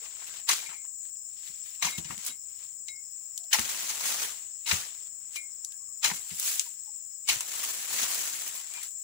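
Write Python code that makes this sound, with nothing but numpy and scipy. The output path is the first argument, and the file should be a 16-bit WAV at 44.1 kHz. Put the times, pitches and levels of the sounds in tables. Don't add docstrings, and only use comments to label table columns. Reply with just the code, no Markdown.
import sys
import numpy as np
from scipy import signal
from scipy.fft import rfft, irfft, next_fast_len
from scipy.io import wavfile
from scipy.ndimage import uniform_filter1d

SR = 44100
rng = np.random.default_rng(int(sys.argv[2]) if len(sys.argv) > 2 else 0)


def store_pcm(level_fs):
    pcm = np.round(np.clip(level_fs, -1, 1) * 32767).astype(np.int16)
    wavfile.write(sys.argv[1], SR, np.atleast_2d(pcm).T)


def undo_db(level):
    steps = np.asarray(level, float) / 20
    return 10 ** steps


N = 398223
FFT_LEN = next_fast_len(N)
HZ = np.fft.rfftfreq(FFT_LEN, 1 / SR)
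CONTROL_S = np.arange(0, N + 32, 32) / SR
LAG = 44
HUSH_DB = 100
KNOCK_RISE_S = .0025


def evened(x):
    return x / np.sqrt(np.mean(x ** 2) + 1e-20)


def read(points):
    f, value = np.transpose(points)
    return np.interp(np.log(HZ + 1), np.log(f), value)


def shaped(x, gain):
    return irfft(rfft(x, FFT_LEN) * gain, FFT_LEN)[..., :N]


def add(mix, s, sound):
    part = mix[..., max(round(s * SR), 0):][..., :sound.shape[-1]]
    part += sound[..., :part.shape[-1]]


def drift(per_s, size):
    pole = np.exp(-2 * np.pi * per_s * 32 / SR)
    coarse = signal.lfilter([1], [1, -pole], rng.standard_normal((size, N // 32 + 2)))
    rows = [uniform_filter1d(c, size=5) for c in coarse]
    return evened(np.array([np.interp(np.arange(N) / 32, np.arange(len(c)), c) for c in rows]))


# f/Hz, level/dB
LEFT_PORT = [(40, -11), (300, -16), (2300, -1), (5200, 0), (6500, 7.5), (7600, 7), (8600, 5.5), (10500, -6),
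             (13700, -7), (14700, 3.5), (15600, 6.5), (16000, -42)]
RIGHT_PORT = [(40, -17), (300, -17), (2300, -8), (4800, -2), (6400, 2), (8000, -6.5), (10600, 6.5),
              (12500, -0.5), (13800, -7.5), (14800, 7), (15600, 4), (16000, -35.5)]


def ports():
    return undo_db([read(LEFT_PORT), read(RIGHT_PORT)])


def late(x):
    return np.array([np.roll(x, LAG), x])


def crackle(per_s, spread_db, clump_db, clumps_per_s):
    size_db = spread_db * np.minimum(rng.exponential(1, (3, N)), 5)
    size = undo_db(size_db + clump_db * drift(clumps_per_s, size=1))
    return evened(size * rng.standard_normal((3, N)) * (rng.random((3, N)) < per_s / SR))


# low f/Hz, high f/Hz
CONTACT_BANDS = [(100, 300), (600, 1200), (2500, 4500), (9500, 13500)]


def in_bands(clicks, same):
    share = np.clip(read(same), 0, 1)
    common = rfft(late(clicks[0]), FFT_LEN) * np.sqrt(share)
    separate = rfft(clicks[1:], FFT_LEN) * np.sqrt(1 - share)
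    z = (common + separate) * ports()
    out = []
    for k, (lo, hi) in enumerate(CONTACT_BANDS):
        hat = read([(np.sqrt(a * b), j == k) for j, (a, b) in enumerate(CONTACT_BANDS)])
        core = (z * hat).mean(0)[(HZ > lo) & (HZ < hi)]
        inside = np.sqrt(2 * np.sum(abs(core) ** 2)) / FFT_LEN
        out.append(irfft(z * hat / inside, FFT_LEN)[:, :N])
    return out


def patchy(x, db, frames, bins):
    z = signal.stft(x, nperseg=256)[2]
    field = rng.standard_normal(z.shape[1:])
    field = uniform_filter1d(field, max(round(frames), 1), axis=1)
    field = evened(uniform_filter1d(field, max(round(bins), 1), axis=0))
    mean_power_db = db ** 2 * np.log(10) / 20
    return signal.istft(z * undo_db(db * field - mean_power_db), nperseg=256)[1][:, :N]


# f/Hz, bell width/Hz, left level/dB, right level/dB, flutter/dB, flutter rate/Hz
CHORUSES = [
    (7526, 362, -37.5, -50.5, 0.9, 29),
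    (5355, 156, -57, -62.5, 2.5, 11),
    (15280, 330, -56.5, -60.5, 1, 28),
]


def insects():
    out = 0
    for hz, width_hz, left_db, right_db, flutter_db, per_s in CHORUSES:
        bell = np.exp(-((HZ - hz) / width_hz) ** 2 / 4)
        buzz = evened(shaped(rng.standard_normal((2, N)), bell))
        sway_db = flutter_db * drift(per_s, size=1) + 0.64 * drift(0.42, size=1)
        out = out + buzz * undo_db(np.array([[left_db], [right_db]]) + sway_db)
    return out


# f/Hz, level/dB
AIR_COLOUR = [(30, 1), (80, 20), (200, 9.5), (500, 2.5), (1500, -6.5), (4200, -13), (6000, -8),
              (9000, -16.5), (12000, -17.5), (16000, -6)]
AIR_DB = -65.5


def air():
    noise = rng.standard_normal((3, N))
    same = np.clip(read([(100, 0.43), (2000, 0.27), (4000, 0.027)]), 0, 1)
    colour = ports() * undo_db(read(AIR_COLOUR))
    x = shaped(noise[0], np.sqrt(same) * colour) + shaped(noise[1:], np.sqrt(1 - same) * colour)
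    return undo_db(AIR_DB + 0.29 * drift(4.4, size=1)) * evened(x)


def leaf_power(s, db, stalk_db, hiss_db):
    level = np.interp(CONTROL_S, s, db)
    return undo_db(2 * np.array([level + stalk_db - 8, level + stalk_db, level, level + hiss_db]))


def rustle():
    bands = in_bands(crackle(14000, 2.2, 1.4, 30), [(100, .6), (600, .15), (3000, .05)])
    contact = falls() + shakes() + brushes()
    powers = [np.interp(np.arange(N) / SR, CONTROL_S, p) for p in contact]
    out = sum(b * np.sqrt(p) for b, p in zip(bands, powers))
    return patchy(shaped(out, 1 / np.sqrt(1 + (210 / (HZ + 1)) ** 4)), 1.88, frames=4, bins=3)


# t/s, level/dB
FROND_FALLS = [
    [(0, -64), (.054, -53.5), (.078, -61.5), (.392, -55), (.462, -74)],
    [(3.6, -47), (3.84, -46.5), (3.9, -41.5), (3.97, -48.5), (4.07, -40.5), (4.11, -41), (4.16, -46.5),
     (4.215, -41.5), (4.26, -46), (4.518, -73), (4.64, -87)],
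    [(6.15, -54.5), (6.25, -63.5), (6.492, -41.5), (6.572, -48), (6.618, -54), (6.826, -79), (6.9, -81)],
    [(7.36, -56), (7.422, -54), (7.57, -47.5), (7.62, -49.5), (7.7, -45.5), (7.73, -48), (7.88, -50),
     (7.936, -42.5), (8.075, -48), (8.13, -43), (8.2, -45), (8.43, -51.5), (8.48, -50.5), (8.51, -56.5),
     (8.6, -53), (8.63, -61.5)],
    [(8.85, -66), (8.95, -78), (9.03, -75)],
]
# stalk/dB, hiss/dB
FROND_COLOURS = [(-10, -6), (-9.5, 0), (-15, 4.5), (-9.5, 2.5), (-10, 11.5)]


def falls():
    power = 0
    for fall, colour in zip(FROND_FALLS, FROND_COLOURS):
        s, db = np.transpose(fall)
        times = [s[0] - .2, *s, s[-1] + .4]
        power = power + leaf_power(times, [db[0] - HUSH_DB, *db, db[-1] - HUSH_DB], *colour)
    return power


# t/s, level/dB, f/Hz, length/s
FAR_CALLS = [(0.01, -63.5, 457, 0.03), (3.38, -68.5, 704, 0.097), (5.008, -74, 434, 0.053),
             (5.668, -70, 1140, 0.037), (5.687, -74, 1635, .1), (5.793, -73, 1100, 0.055),
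             (5.87, -72.5, 1170, 0.06), (6.659, -57.5, 956, 0.026), (6.863, -65, 886, 0.044)]


def pips():
    out = np.zeros(N)
    for s, db, hz, length_s in FAR_CALLS:
        end = .94 if hz < 1000 else 1.008
        glide = hz * np.linspace(2 - end, end, round(max(length_s, .01) * SR))
        tone = np.sin(2 * np.pi * np.cumsum(glide) / SR)
        add(out, s, undo_db(db) * tone * signal.windows.tukey(len(glide), .6))
    return np.array([out, out]) * undo_db([[2], [-2]] + 5.8 * drift(40, size=2))


# t/s, level/dB, stalk/dB, hiss/dB, t60/s
CHISEL_BLOWS = [(.4879, -14, -4.5, -4.5, 0.095), (.5105, -13, -12, -28, 0.05),
                (1.8235, -17.5, -5, -6, 0.078), (1.8434, -20, -5, -6.5, 0.12), (1.8625, -24, -7, -7, 0.078),
                (3.5288, -12, -14.5, -5, 0.095), (3.5428, -18, -4.5, -4.5, 0.061),
                (3.5855, -24.5, 3, -27, 0.054), (3.594, -29.5, 4, 2, 0.035),
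                (4.6615, -29.5, -11, -7, 0.053), (4.672, -31.5, -5, -4, 0.18),
                (4.692, -21.5, -5.5, -6, 0.059), (4.7122, -14, -2, -29, 0.041),
                (5.3582, -28, -14, -2.5, 0.047), (6.0287, -23.5, -10.5, -10, 0.25),
                (6.0424, -13, -8, -7.5, 0.068), (6.054, -18.5, -7, -5, .08), (6.101, -33.5, 10, -16, 0.022),
                (6.1124, -30.5, 11, -16, 0.027), (7.2878, -22, -5, -11, 0.064),
                (7.286, -12.5, -13.5, -7, 0.1)]
# t/s, level/dB, stalk/dB, hiss/dB
FIBRE_TEARS = [(0.052, -43, -3, -13), (0.2133, -43, 0.5, -21), (0.267, -38.5, -15, 3), (.6898, -37, 1, -9),
               (0.729, -43, 3, -9), (.845, -56, 6.5, -18), (1.745, -44.5, -35, 4), (1.978, -28.5, -18, -1),
               (2.0457, -33.5, -17, -18), (2.1048, -39.5, 10.5, 1), (2.25, -41, -25, 1),
               (2.2633, -35, -12, 10), (3.622, -32, -26, -15), (3.69, -25.5, -12, -0.5),
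               (6.3047, -31.5, -20, -18), (6.398, -34, -24.5, 0), (6.4542, -35, -27, 4),
               (7.4066, -36, -2.5, 2.5), (7.631, -29, -4, 6.5), (8.477, -41, -20.5, 12.5),
               (8.551, -35, -14, 5.5), (8.737, -40.5, -11, 0), (8.773, -42.5, 1.5, -13),
               (8.795, -48, -2, -12), (.625, -41, -1, -11), (.71, -47.5, 8, -12), (1.08, -55, -15, -10)]
TEAR_T60_S = 0.085
ALL_CUTS = sorted(CHISEL_BLOWS + [(*row, TEAR_T60_S) for row in FIBRE_TEARS])
# f/Hz, width/Hz, level/dB
STALK_MODES = [(903, 140, 4.5), (2570, 670, 3), (4250, 140, 1.5), (6200, 4300, 1)]


def cuts():
    power, t = np.zeros((3, N)), np.arange(SR // 3) / SR
    for s, db, stalk_db, hiss_db, t60 in ALL_CUTS:
        rise = 1 - np.exp(-t / (0.051 * t60))
        shape = rise ** 2 * (undo_db(-120 * t / t60) + undo_db(-26.0 - 120 * t / 0.055))
        add(power, s - .001, undo_db(2 * (db - 8.5 + np.array([[stalk_db], [0], [hiss_db]]))) * shape)
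    same = [(300, 1.0), (2000, 0.7), (5000, 0.48), (12000, 0.34)]
    bands = in_bands(crackle(20000, 1.2, 0.26, 150), same)
    out = sum(b * np.sqrt(p) for b, p in zip(bands[1:], power))
    woody_db = sum(db / (1 + (2 * (HZ - hz) / width_hz) ** 2) for hz, width_hz, db in STALK_MODES)
    return patchy(shaped(out, undo_db(woody_db - 1.5)), 3.2, frames=3, bins=2)


# f/Hz, t60/s, level/dB
WOOD_MODES = [(900, 0.035, 2.5), (1100, 0.02, -4.5), (1620, 0.025, -13.5), (2100, 0.043, 1),
              (2500, 0.077, -3), (2803, 0.045, 0), (4110, 0.053, -1.5), (4960, .035, -4.5)]


def knocks():
    out, t = np.zeros(N), np.arange(SR // 10) / SR
    rise = 1 - np.exp(-t / KNOCK_RISE_S)
    chance = rng.standard_normal((len(ALL_CUTS), len(WOOD_MODES), 2))
    for (s, db, stalk_db, *_), row in zip(ALL_CUTS, chance):
        for (hz, t60, mode_db), (tune, share) in zip(WOOD_MODES, row):
            level_db = db - 12 + mode_db + 2.5 * share + (stalk_db + 7) * (hz < 1400)
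            ring = np.sin(2 * np.pi * hz * (1 + 0.02 * tune) * t)
            add(out, s, undo_db(level_db - 60 * t / t60) * ring * rise)
    return shaped(late(out), ports())


CROWN_SHAKES = [
    (0.481, -39, 0.041, 0.16),
    (1.817, -46.5, 0.09, 0.04),
    (3.519, -40.5, 0.043, 0.17),
    (4.665, -38, 0.069, 0.17),
    (6.031, -38.5, 0.054, 0.0854),
    (7.277, -38, 0.051, 0.09),
]
JOLT_S, JOLT_DB = 0.0084, -6
LINGER_S, LINGER_DB = 0.27, -19
STALK_SPREAD_DB, HISS_SPREAD_DB = (-22, -12.5), (-7, -3)


def shakes():
    power = 0
    for s, db, climb, fall in CROWN_SHAKES:
        top = s + climb
        stalk_db = np.interp(CONTROL_S, [s, top], STALK_SPREAD_DB)
        hiss_db = np.interp(CONTROL_S, [s, top], HISS_SPREAD_DB)
        path_db = db + np.array([-HUSH_DB, JOLT_DB, 0, -HUSH_DB])
        power = power + leaf_power([s - 3 * JOLT_S, s, top, top + 5 * fall], path_db, stalk_db, hiss_db)
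        linger_db = db + LINGER_DB + np.array([-HUSH_DB, 0, -HUSH_DB])
        power = power + leaf_power([s, top, top + 5 * LINGER_S], linger_db, -3.5, -2)
    return power


# t/s, level/dB, f/Hz
BITE_NOTES = [(.49, -26, 950), (.512, -28, 1020), (.692, -40, 2000), (.706, -42, 1000), (.835, -58, 2600),
              (1.153, -60, 3400), (1.824, -28, 1020), (1.979, -44, 3080), (2.046, -46, 2740),
              (2.105, -36, 1010), (3.541, -25, 900), (3.586, -29, 900), (3.62, -36, 4160),
              (4.66, -38, 3950), (4.685, -34, 1050), (4.711, -29, 904), (4.711, -30, 2100),
              (4.716, -30, 4000), (5.357, -40, 1100), (5.357, -44, 3100), (5.36, -46, 4890),
              (6.042, -27, 921), (6.043, -28, 2150), (6.053, -30, 921), (6.102, -33, 950),
              (6.112, -32, 880), (7.287, -29, 904), (7.288, -27, 2130), (7.288, -30, 4080),
              (7.308, -29, 2150), (7.63, -38, 900), (7.845, -38, 904), (8.775, -52, 850)]
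PING_T60_S = .045


def pings():
    out, t = np.zeros(N), np.arange(SR // 10) / SR
    rise = 1 - np.exp(-t / KNOCK_RISE_S)
    for s, db, hz in BITE_NOTES:
        add(out, s, undo_db(db - 60 * t / PING_T60_S) * np.sin(2 * np.pi * hz * t) * rise)
    return shaped(late(out), ports())


# t/s, level/dB, second and third ring relative to the first/dB
BLADE_STRIKES = [(.4928, -54, 7, 2), (.5794, -58, -9, 10), (.6579, -47, -8, 4), (.7307, -57, -21, 11),
                 (1.8248, -48.5, 15, 12), (1.8594, -41, 6, 11.5), (1.8794, -48, -10, 0),
                 (1.9194, -46, 4, -9), (1.95, -45.5, -2, -8), (2.0607, -54, -3, -4), (2.2967, -57, 9, -7.5),
                 (2.8848, -47, 1, -13), (4.6613, -45, 8, -3), (5.3614, -47, -3, 12.5),
                 (7.2893, -32, -5, -2), (8.7465, -53.5, -1, 14.5), (8.7894, -65, -5, 11),
                 (2.11, -58, -8, -6), (2.2, -67, -6, -6), (.765, -59, -17, 6), (6.15, -55, -8, -8),
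                 (8.77, -58, -5.5, 5.5), (2.08, -58, -6, -11), (1.9, -48, -5.5, -6), (.69, -51, -11, -1),
                 (.795, -65, -15, 4), (2.32, -61, 0, -8)]
# f/Hz, t60/s
BLADE_MODES = [(2158, .6), (3860, .12), (2379, .18), (4880, .11), (4140, .1), (5706, .12), (10500, .2)]
# t/s, level/dB
EDGE_SCRAPES = [(2.265, -43), (2.29, -46), (5.3614, -49)]
UPPER_DB = (-11, -10, -12.5)
FREE_TAPS = (11, 13)
CHOKE_S, FREE_S = 0.04, 0.099
AFTERGLOW_DB = -15


def blade():
    (bitten, lifted), t = np.zeros((2, N)), np.arange(SR // 3) / SR
    detune = rng.uniform(-1, 1, (len(BLADE_STRIKES), 6))
    for k, ((s, db, *rel_db), row) in enumerate(zip(BLADE_STRIKES, detune)):
        if k in FREE_TAPS:
            target = lifted
            choke = undo_db(-420 * np.maximum(t - FREE_S, 0)) + undo_db(AFTERGLOW_DB)
        else:
            target = bitten
            choke = undo_db(-800 * np.maximum(t - CHOKE_S, 0))
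        envelope = undo_db(db) * choke * (1 - np.exp(-t / .002))
        for (hz, t60), ring_db, tune in zip(BLADE_MODES, [0, *rel_db, *UPPER_DB], row):
            ring = np.sin(2 * np.pi * hz * (1 + 0.0031 * tune) * t)
            add(target, s, envelope * undo_db(ring_db - 60 * t / t60) * ring)
    edge_hz, edge_t60 = BLADE_MODES[-1]
    for s, db in EDGE_SCRAPES:
        add(lifted, s, undo_db(db - 60 * t / edge_t60) * np.sin(2 * np.pi * edge_hz * t))
    chatter, tremble = undo_db([[3.5], [2.5]] * drift(130, size=2))
    return undo_db(4.5) * shaped(late(bitten * chatter + lifted * tremble), ports())


# t/s, level/dB, f/Hz, t60/s
BUTT_THUDS = [(0.498, -55, 108, 0.032), (0.689, -61, 165, 0.06), (1.496, -61, 171, 0.066),
              (1.825, -50.5, 400, .03), (1.847, -49, 170, 0.13), (1.86, -45, 486, .05),
              (1.982, -38.5, 164, 0.082), (2.052, -53, 153, 0.11), (2.1, -41.5, 143, 0.048),
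              (2.173, -54, 211, 0.089), (2.291, -57.5, 242, 0.11), (3.587, -37, 221, 0.051),
              (4.726, -40.5, 88, 0.15), (4.728, -44.5, 174, 0.092), (6.06, -52.5, 99.6, 0.059),
              (6.114, -43.5, 187, 0.073), (6.315, -49.5, 164, 0.085), (7.299, -58, 64.3, 0.26),
              (7.358, -53, 118, 0.075), (8.021, -52, 224, 0.057)]


def thuds():
    out, t = np.zeros(N), np.arange(SR // 3) / SR
    soil = signal.butter(2, [50, 380], "band", fs=SR, output="sos")
    puffs = evened(signal.sosfilt(soil, rng.standard_normal((len(BUTT_THUDS), len(t)))))
    for (s, db, hz, t60), puff in zip(BUTT_THUDS, puffs):
        push = np.sin(2 * np.pi * hz * t * (1 + 0.067 * np.exp(-t / 0.01)))
        push = push * undo_db(-60 * t / max(t60, .02))
        litter = 0.35 * puff * undo_db(-60 * t / 0.16)
        add(out, s, undo_db(db + 8.5) * (push + litter) * (1 - np.exp(-t / .0015)))
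    return shaped(late(out), 1 / np.sqrt(1 + (55 / (HZ + 1)) ** 4)) * undo_db([[1.5], [-1.5]])


# t/s, level/dB, low f/Hz, high f/Hz
FIBRE_SNAPS = [(.6935, -37, 2000, 13000), (1.053, -39, 900, 6000), (1.155, -47, 1500, 4000),
               (2.046, -31, 1800, 9100), (2.093, -34, 700, 5000), (2.179, -25, 900, 13000),
               (2.251, -22, 5000, 17000), (2.265, -20, 3020, 15000), (2.281, -27, 4000, 14900),
               (3.441, -34, 3500, 9000), (7.338, -28, 2000, 8000), (7.63, -25, 700, 9000),
               (7.649, -20, 2500, 9000), (7.8457, -32, 700, 2500), (8.738, -28, 900, 12000),
               (2.884, -24, 1930, 8850), (3.3778, -16.5, 3360, 13600), (3.594, -12, 1000, 13000),
               (5.6481, -18, 4200, 11100), (5.722, -30.5, 1790, 11800), (6.398, -15, 5500, 15000),
               (6.5956, -9.5, 2550, 8800), (7.4078, -15, 700, 11000), (8.2994, -36, 3030, 12900),
               (8.55, -29, 3000, 16000), (8.833, -22, 8000, 14200)]
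SCATTER_DB, SCATTER_T60_S = -28.5, 0.13
CRACK_DB, CRACK_T60_S = -13, .014


def snaps():
    out, t = np.zeros((2, N)), np.arange(4000) / SR
    decay = undo_db(-60 * t / SCATTER_T60_S) + undo_db(CRACK_DB - SCATTER_DB - 60 * t / CRACK_T60_S)
    scatter = rng.standard_normal((len(FIBRE_SNAPS), 2, 4000)) * decay
    for (s, db, lo_hz, hi_hz), tail in zip(FIBRE_SNAPS, scatter):
        edges_hz = [lo_hz, np.clip(hi_hz, lo_hz * 1.3, 20000)]
        band = signal.butter(3, edges_hz, "band", fs=SR, output="sos")
        click = signal.sosfilt(band, late(signal.unit_impulse(4000)) + undo_db(SCATTER_DB) * tail)
        add(out, s - LAG / SR / 2, undo_db(db) * click / abs(click).max())
    return shaped(out, undo_db([read(LEFT_PORT[:-1]), read(RIGHT_PORT[:-1])]))


# peak t/s, level/dB, rise/s and fall/s per 20 dB, stalk/dB
FERN_BRUSHES = [(1.07, -66, 0.1, 0.04, -15), (1.16, -64.5, 0.2, -0.07, -13), (7.02, -70, 0.14, -0.1, -13.5),
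                (7.21, -68, 0.34, -0.1, -7), (1.47, -57, 0.19, 0.24, -19), (1.665, -57.5, .04, 0.2, -17),
                (1.94, -54.5, 0.11, 0.12, -10), (2.11, -54, 0.07, 0.1, -6), (2.19, -63, .04, .06, -6),
                (2.285, -49.5, 0.19, 0.07, -13), (2.633, -62.5, 0.27, 0.14, -13), (3.25, -77, 0.7, 1.1, -7),
                (5.08, -65.5, 1.2, 0, -24), (5.336, -74.5, 0.5, 0.8, -4.5), (5.36, -50, 0.05, 0.05, -28),
                (6.98, -77, 4.5, 1, -11), (7.7, -57, -0.1, 0.6, -21), (8.03, -38.5, 0.16, 0.15, -12),
                (8.77, -56, 0.34, 0.03, -8.5), (8.862, -54.5, 0.5, 0.04, -13.5)]
BRUSH_HISS_DB = -2.5


def brushes():
    power = 0
    for s, db, rise, fall, stalk_db in FERN_BRUSHES:
        times = [s - 5 * rise, s, s + 5 * fall]
        power = power + leaf_power(times, [db - HUSH_DB, db, db - HUSH_DB], stalk_db, BRUSH_HISS_DB)
    return power


def scene():
    work = rustle() + cuts() + knocks() + pings() + blade() + thuds() + snaps()
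    return insects() + air() + pips() + work


# f/Hz, threshold/dB
MASKING = [(200, -101), (1500, -92.5), (2500, -90), (4300, -85.5), (6000, -88), (9000, -62), (11000, -64.5),
           (13000, -62)]
ROUNDED_OFF = .4


def dropouts(x):
    hz, _, z = signal.stft(x, SR, nperseg=2048, noverlap=1024, window="cosine")
    bands = z[:, :1024].reshape(2, 128, 8, -1)
    line_power = abs(bands) ** 2
    level_db = 10 * np.log10(line_power.mean(2) + 1e-20)
    strong = line_power > ROUNDED_OFF * line_power.mean(2, keepdims=True)
    strong[:, 0] = True
    loudest_db = uniform_filter1d(level_db.max(1, keepdims=True), size=3)
    f, base_db = np.transpose(MASKING)
    share = np.where(f > 8000, .5, .2)
    base_db, share = (np.interp(hz[4:1024:8], f, v)[:, None] for v in (base_db, share))
    wander = evened(uniform_filter1d(rng.standard_normal(level_db.shape), size=4))
    threshold_db = base_db + share * loudest_db + 4.5 * wander
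    kept = bands * (level_db > threshold_db)[:, :, None] * strong
    z[:, :1024] = kept.reshape(2, 1024, -1)
    return signal.istft(z, SR, nperseg=2048, noverlap=1024, window="cosine")[1][:, :N]


def low_pass(x):
    return signal.sosfilt(signal.butter(12, 17100, fs=SR, output="sos"), x)


def record(dry):
    limits = 1 / (1 + (HZ / 16800) ** 120) / np.sqrt(1 + (20 / (HZ + 1)) ** 2)
    x = shaped(dry, limits)
    power = (x ** 2).mean(0)
    sudden = uniform_filter1d(power, size=96) > 4.5 * uniform_filter1d(power, size=2048)
    spared = np.clip(uniform_filter1d(sudden * 1., size=256) * 20, 0, 1)
    spared = uniform_filter1d(spared, size=128)
    mix = spared * x + (1 - spared) * dropouts(x)
    return low_pass(mix)


dry = scene()
out = record(dry)
store_pcm(out)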